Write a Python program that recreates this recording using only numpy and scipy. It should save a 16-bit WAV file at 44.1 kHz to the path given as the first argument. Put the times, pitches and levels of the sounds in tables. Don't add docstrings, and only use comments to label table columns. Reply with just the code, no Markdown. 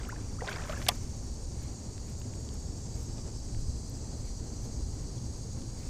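import sys
import numpy as np
from scipy import signal
from scipy.fft import rfft, irfft, next_fast_len
from scipy.io import wavfile

SR = 44100
rng = np.random.default_rng(int(sys.argv[2]) if len(sys.argv) > 2 else 0)


def to_wav(sig):
    pcm = np.clip(np.atleast_2d(sig), -1, 1) * 32767
    pcm = np.round(pcm).astype(np.int16)
    wavfile.write(sys.argv[1], SR, pcm.T)


N = 259749
TIME = np.arange(N) / SR
KHZ = 1000

# (frequency [Hz], relative density [dB per Hz])
WIND_SPECTRUM = [(7.1, -48), (12, -1), (27, -1.5), (69, 1.5), (91, -3), (119, -4.5), (191, -14),
                 (237, -13.5), (356, -20), (391, -20), (661, -29), (728, -30), (800, -29), (1420, -41),
                 (3600, -48), (4680, -77), (7920, -120)]
# (middle [s], length [s], change of buffeting [dB], change of rush [dB])
WIND_GUSTS = [(1.848, 0.52, -2, 0), (3.122, 1, 1.5, 0.5), (3.617, 0.52, 4, -1.5), (4.557, 0.51, 0, 1),
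              (4.877, 0.58, 2, 0.5), (5.6, 1, 1.5, 0)]
BUFFET_DB, RUSH_DB, HISS_DB = -39, -47, -71
BUFFET_SPLIT_HZ = 160

# (frequency [Hz], level [dB])
MOTOR_LINES = [(112.6, -50), (243, -60)]

# (frequency [Hz], relative density [dB per Hz])
CHORUS_SPECTRUM = [(2500, -31), (3600, -18), (4000, -11), (4300, -7), (4700, -3.5), (5350, -5), (6000, -2),
                   (6600, -1.5), (7400, -4), (8200, -7), (8700, -10.5), (9300, -11.5), (9700, -22),
                   (11000, -34)]
# (time [s], level against CHORUS_OFFSET_DB [dB])
CHORUS_LEVEL = [(0.0, -55), (0.26, -54), (0.72, -51.5), (1.2, -53.5), (2.23, -53), (3.23, -52),
                (5.35, -52.5), (5.89, -52)]
# (frequency [Hz], level [dB])
STEADY_SINGERS = [(4577, -73), (4643, -73), (4812, -77), (5130, -78), (5879, -74), (6540, -73), (6659, -71),
                  (6750, -73), (7218, -77), (7387, -77), (7456, -76), (7768, -77), (9232, -85)]
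# (frequency [Hz], half-width [Hz], level [dB])
PITCH_CLUSTERS = [(4640, 70, -66), (6670, 110, -63)]
# (time [s], rate [chirps per s])
CALLER_PACE = [(0, 12.15), (1.6, 12.15), (1.9, 11.88), (3.6, 11.92), (4, 11.62), (5.89, 11.35)]
CHORUS_OFFSET_DB, CALLER_DB = -0.37, -7.5
TOOTH_HZ, TOOTH_DEPTH, STROKE_DUTY = 345, .4, 0.77
SINGER_HALF_WIDTH_HZ = 9.1

# (frequency [Hz], relative density [dB per Hz])
SLOSH_SPECTRUM = [(220, -28), (350, 0), (600, 2), (950, -0.5), (1250, -2), (1550, -0.5), (2400, -6.5),
                  (3000, -11), (4200, -11.5), (7000, -29), (14000, -45)]
# (start [s], length [s], strength [dB])
SLOSH_EVENTS = [(-.01, 0.38, -49), (0.406, 0.07, -46), (0.46, 0.23, -37.5), (0.687, 0.143, -43),
                (0.858, 0.034, -39)]
# (start [s], peak level [dB], starting pitch [Hz], rise [octaves])
SINGLE_BUBBLES = [(-.003, -45, 1720, 0), (.09, -37, 1205, 1.0), (.121, -44, 1450, 0),
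                  (.125, -39.5, 920, 0.33), (0.161, -47, 1740, 0.077), (0.386, -44, 1140, 0.55),
                  (.407, -38, 1900, .05), (0.419, -35.5, 440, 0.42), (.436, -37.5, 710, 0.34),
                  (.46, -41, 5100, 0), (0.487, -33, 1490, 0.061), (.53, -39, 4370, 0.098),
                  (0.559, -49, 1500, 0.21), (.56, -39, 4930, 0.045), (.695, -31.5, 614, 0.065),
                  (.697, -42, 1004, 0.97), (0.727, -37.5, 1180, .49), (.773, -39.5, 1640, 0.098),
                  (5.179, -56, 3350, .05)]
SLOSH_RISE_S, SLOSH_SAG_DB_PER_S, SLOSH_RELEASE_DB_PER_S = 0.013, 41, 250
SPRAY_GRAINS_PER_S, SPRAY_DB, FROTH_DB = 700, -5.5, -3.5
FROTH_S, FROTH_BUBBLES, FROTH_CYCLES = 1.1, 600, 16
LIFE_S, LIFE_SLOPE = 0.013, 0.65
CLIMB_OCTAVES_PER_S = 120

# (middle [s], length [s], line whisper [dB], crank drive [dB])
CRANK_PULLS = [(0.524, 0.13, -65, -70), (0.758, 0.28, -66, -63), (0.988, 0.43, -72, -57.5),
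               (1.64, 0.11, -74, -54.5), (2.09, 0.086, -70, -58), (2.994, .14, -71, -60),
               (4.28, 0.099, -75, -58.5), (4.64, 0.083, -70, -66), (5.035, 0.085, -77, -62),
               (5.838, .18, -71, -55)]
PULL_EDGE_DB, LINE_DB = -10, -80
RUB_DB, WHIRR_DB = -8, -14.5
WHIRR_HZ, WHIRR_HALF_WIDTH_HZ = 2190, 110

# (time [s], nominal peak [dB], centre [Hz])
DROPLETS = [(.033, -41, 2900), (.051, -39.5, 2700), (.421, -25, 520), (.477, -28.5, 3070),
            (.483, -31, 1900), (.494, -32, 5030), (.528, -30.5, 2600), (.638, -40, 2800),
            (.696, -31.5, 2500), (.723, -32.5, 2200), (.762, -37, 1700), (.817, -33, 2000),
            (.825, -34.5, 3000)]
DROP_OCTAVES, DROP_T60_S = 0.59, 0.019

# (time [s], nominal peak [dB], centre [Hz])
LIGHT_TICKS = [(.089, -41, 13000), (.8663, -27.5, 3000), (1.629, -46.5, 12000), (1.98, -40, 2400),
               (2.2, -48, 13000), (2.217, -40, 2200), (2.337, -44, 2400), (2.49, -37.5, 3000),
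               (2.542, -45, 11000), (3.028, -48, 10500), (3.183, -43.5, 2600), (3.548, -43, 1900),
               (3.898, -44, 11500), (5.533, -55, 11000), (5.62, -45, 2700)]
TICK_OCTAVES, TICK_NARROWING, TICK_T60_S = 1.4, 0.53, 0.0057

# (time [s], nominal peak [dB], tilt [dB per octave, well above 1 kHz],
# scrape t60 [s])
CLACK_BLOWS = [(.8848, -19, 5, .0035), (.8856, -9, 4.5, .0037), (.8869, -12, -.5, .022),
               (.8889, -5.5, .5, .0053), (.889, -17, -4, .014), (.8961, -25, -13, .0057),
               (.8976, -26, -13, .0083)]
# (frequency [Hz], relative level [dB])
SHELL_SPECTRUM = [(150, -32), (350, -28), (650, -10), (1400, -13), (1880, -0.5), (2700, -4), (3400, 2),
                  (4400, -2), (5000, 2.5), (5700, -4), (7500, -7.5), (12000, -9), (15500, -17)]
# (frequency [Hz], level [dB], t60 [s])
RING_MODES = [(720, -19.5, 0.028), (844, -27, 0.054), (1010, -30.5, 0.084), (1177, -29, 0.068),
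              (1900, -21, 0.012), (2013, -44, 0.046), (3400, -24, 0.029), (5660, -18, 0.0068),
              (8000, -37, 0.027)]

EDGE_HZ = 15450


def gain_of(db):
    return 10 ** (np.asarray(db) / 20)


def evened(x):
    return x / np.sqrt(np.mean(x ** 2) + 1e-20)


def read(points, hz):
    f, db = np.transpose(points)
    return gain_of(np.interp(np.log(hz + 1), np.log(f + 1), db))


def hump(hz, centre_hz, octaves):
    distance = np.log2((hz + 1) / centre_hz) / octaves
    return np.exp(-.5 * distance ** 2)


def coloured(x, shape):
    size = next_fast_len(len(x))
    spectrum = rfft(x, size) * shape(np.fft.rfftfreq(size, 1 / SR))
    return evened(irfft(spectrum, size)[:len(x)])


def noise(shape):
    return coloured(rng.standard_normal(N), shape)


def drift(per_s):
    return noise(lambda f: 1 / (1 + (f / per_s) ** 4))


def whistle(hz, half_width_hz):
    return noise(lambda f: 1 / (1 + ((f - hz) / half_width_hz) ** 2))


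def tone(hz):
    return np.sin(2 * np.pi * np.cumsum(hz) / SR)


def add(mix, s, sound):
    start = round(s * SR)
    sound = sound[max(-start, 0):]
    part = mix[max(start, 0):][:len(sound)]
    part += sound[:len(part)]


def burst(t60, shape, snap=2.9, size=4096):
    t = (np.arange(size) - size // 2) / SR
    fall = (t > 0) * gain_of(-60 * abs(t) / t60)
    force = snap * (t == 0) + rng.choice([-1., 1.], size) * fall
    return coloured(force, shape) * np.sqrt(np.mean(force ** 2)) / 2


def contacts(rows, width, t60, snap):
    out = np.zeros(N)
    for s, db, hz in rows:
        contact = burst(t60, lambda f: hump(f, hz, width(hz)), snap)
        add(out, s - len(contact) / 2 / SR, gain_of(db) * contact)
    return out


def swell(middle, length):
    return np.cos(np.pi * np.clip((TIME - middle) / length, -.5, .5)) ** 2


def wind():
    low = lambda f: 1 / np.sqrt(1 + (f / BUFFET_SPLIT_HZ) ** 8)
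    high = lambda f: np.sqrt(1 - low(f) ** 2)
    buffet_gusts, rush_gusts = sum(
        np.outer(change, swell(s, length)) for s, length, *change in WIND_GUSTS)
    buffet = noise(lambda f: read(WIND_SPECTRUM, f) * low(f))
    buffet *= gain_of(BUFFET_DB + buffet_gusts + 0.67 * drift(11.5))
    rush = noise(lambda f: read(WIND_SPECTRUM, f) * high(f))
    rush *= gain_of(RUSH_DB + rush_gusts + drift(15.6))
    hiss = noise(lambda f: read([(1500, -26), (3500, 4), (10000, 3.5), (15000, -5)], f))
    return buffet + rush + gain_of(HISS_DB) * hiss


def motor():
    out = np.zeros(N)
    for hz, db in MOTOR_LINES:
        strength = gain_of(db + 0.91 * drift(3.9)) * np.sqrt(2)
        out += strength * tone(hz + 1.204 * drift(2.3))
    return out


def rasp(near):
    turns = np.cumsum(np.interp(TIME, *np.transpose(CALLER_PACE))) / SR
    stroke = np.sin(np.pi * np.minimum(turns % 1 / STROKE_DUTY, 1) ** 1.5)
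    teeth = 1 + TOOTH_DEPTH * np.cos(2 * np.pi * np.cumsum(TOOTH_HZ + 2 * drift(4.3)) / SR)
    return gain_of(CALLER_DB) * evened(near * stroke * teeth)


def chorus():
    frames = dict(fs=SR, nperseg=4096, noverlap=3072)
    hz, t, z = signal.stft(rng.standard_normal((2, N)), **frames)
    grid = rng.standard_normal((len(hz) + 4, len(t) + 89))
    ridges = signal.oaconvolve(grid, np.outer(np.hanning(5), np.hanning(90)), "valid")
    ripple = gain_of(4.5 * np.clip(evened(ridges), -2, 2))
    z = z * read(CHORUS_SPECTRUM, hz)[:, None] * ripple
    far, near = signal.istft(z, **frames)[1][:, :N]
    loudness = gain_of(np.interp(TIME, *np.transpose(CHORUS_LEVEL)) + CHORUS_OFFSET_DB)
    crowd_and_caller = loudness * (evened(far) + rasp(near))
    singers = sum(gain_of(db) * whistle(hz, SINGER_HALF_WIDTH_HZ) for hz, db in STEADY_SINGERS)
    clusters = sum(gain_of(db) * whistle(hz, width) for hz, width, db in PITCH_CLUSTERS)
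    return crowd_and_caller + singers + clusters


def bubble(hz, octaves, life):
    u = np.arange(0, 1, 1 / (life * SR))
    return np.sin(np.pi * u ** 0.38) * tone(hz * 2 ** (octaves * u))


def slosh(start, length, db):
    t = np.maximum(TIME - start, 0)
    release = SLOSH_RELEASE_DB_PER_S * np.maximum(t - length, 0)
    return np.minimum(t / SLOSH_RISE_S, 1) * gain_of(db - SLOSH_SAG_DB_PER_S * t - release)


def spray():
    sizes = gain_of(2.5 * np.minimum(rng.exponential(1, N), 3)) * rng.choice([-1., 1.], N)
    struck = rng.random(N) < SPRAY_GRAINS_PER_S / SR
    return coloured(sizes * struck, lambda f: read(SLOSH_SPECTRUM, f))


def froth():
    out = np.zeros(round(FROTH_S * SR))
    for when, smallness, rise, depth in rng.random((FROTH_BUBBLES, 4)):
        hz = 380 * 9 ** smallness
        ring = bubble(hz, 0.36 * rise, FROTH_CYCLES / hz)
        add(out, when * len(out) / SR, gain_of(-12 * depth) * hz * ring)
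    return coloured(out, lambda f: read(SLOSH_SPECTRUM, f))


def water():
    out = gain_of(SPRAY_DB) * spray()
    add(out, 0, gain_of(FROTH_DB) * froth())
    out *= np.max([slosh(*row) for row in SLOSH_EVENTS], axis=0)
    for s, db, hz, octaves in SINGLE_BUBBLES:
        life = LIFE_S * (hz / KHZ) ** -LIFE_SLOPE + abs(octaves) / CLIMB_OCTAVES_PER_S
        add(out, s, gain_of(db) * bubble(hz, octaves, life))
    return out


def winding():
    run, crank = np.zeros((2, N))
    for s, length, run_db, crank_db in CRANK_PULLS:
        pull = gain_of(PULL_EDGE_DB * (2 * (TIME - s) / length) ** 2)
        run += gain_of(run_db) * pull
        crank += gain_of(crank_db) * pull
    line = noise(lambda f: hump(f, 10600, 0.45)) * gain_of(4.4 * drift(70))
    line *= np.hypot(run, gain_of(LINE_DB))
    rub = noise(lambda f: hump(f, 1840, 1.0)) * gain_of(1.6 * drift(60))
    whirr = whistle(WHIRR_HZ, WHIRR_HALF_WIDTH_HZ)
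    return line + crank * (gain_of(RUB_DB) * rub + gain_of(WHIRR_DB) * whirr)


def droplets():
    return contacts(DROPLETS, lambda hz: DROP_OCTAVES, DROP_T60_S, snap=2.5)


def ticks():
    width = lambda hz: TICK_OCTAVES * (hz / KHZ) ** -TICK_NARROWING
    return contacts(LIGHT_TICKS, width, TICK_T60_S, snap=5.2)


def clack():
    out = np.zeros(N)
    for s, db, tilt_db, t60 in CLACK_BLOWS:
        blow = burst(t60, lambda f: read(SHELL_SPECTRUM, f) * gain_of(tilt_db * np.log2(f / KHZ + 1)))
        add(out, s - len(blow) / 2 / SR, gain_of(db) * blow)
    loudest_s = max(CLACK_BLOWS, key=lambda row: row[1])[0]
    t = np.arange(SR // 5) / SR
    for k, (hz, db, t60) in enumerate(RING_MODES):
        mode = gain_of(db - 60 * t / t60) * np.sin(2 * np.pi * hz * t)
        add(out, loudest_s, mode * (-1) ** k)
    return out


def scene():
    air = wind() + motor() + chorus()
    lake = water() + droplets()
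    tackle = winding() + ticks() + clack()
    return (air + lake + tackle)[None]


def record(dry):
    lowpass = signal.firwin(511, EDGE_HZ, window=("kaiser", 9), fs=SR)
    return signal.oaconvolve(dry, lowpass[None], "same")


dry = scene()
out = record(dry)
to_wav(out)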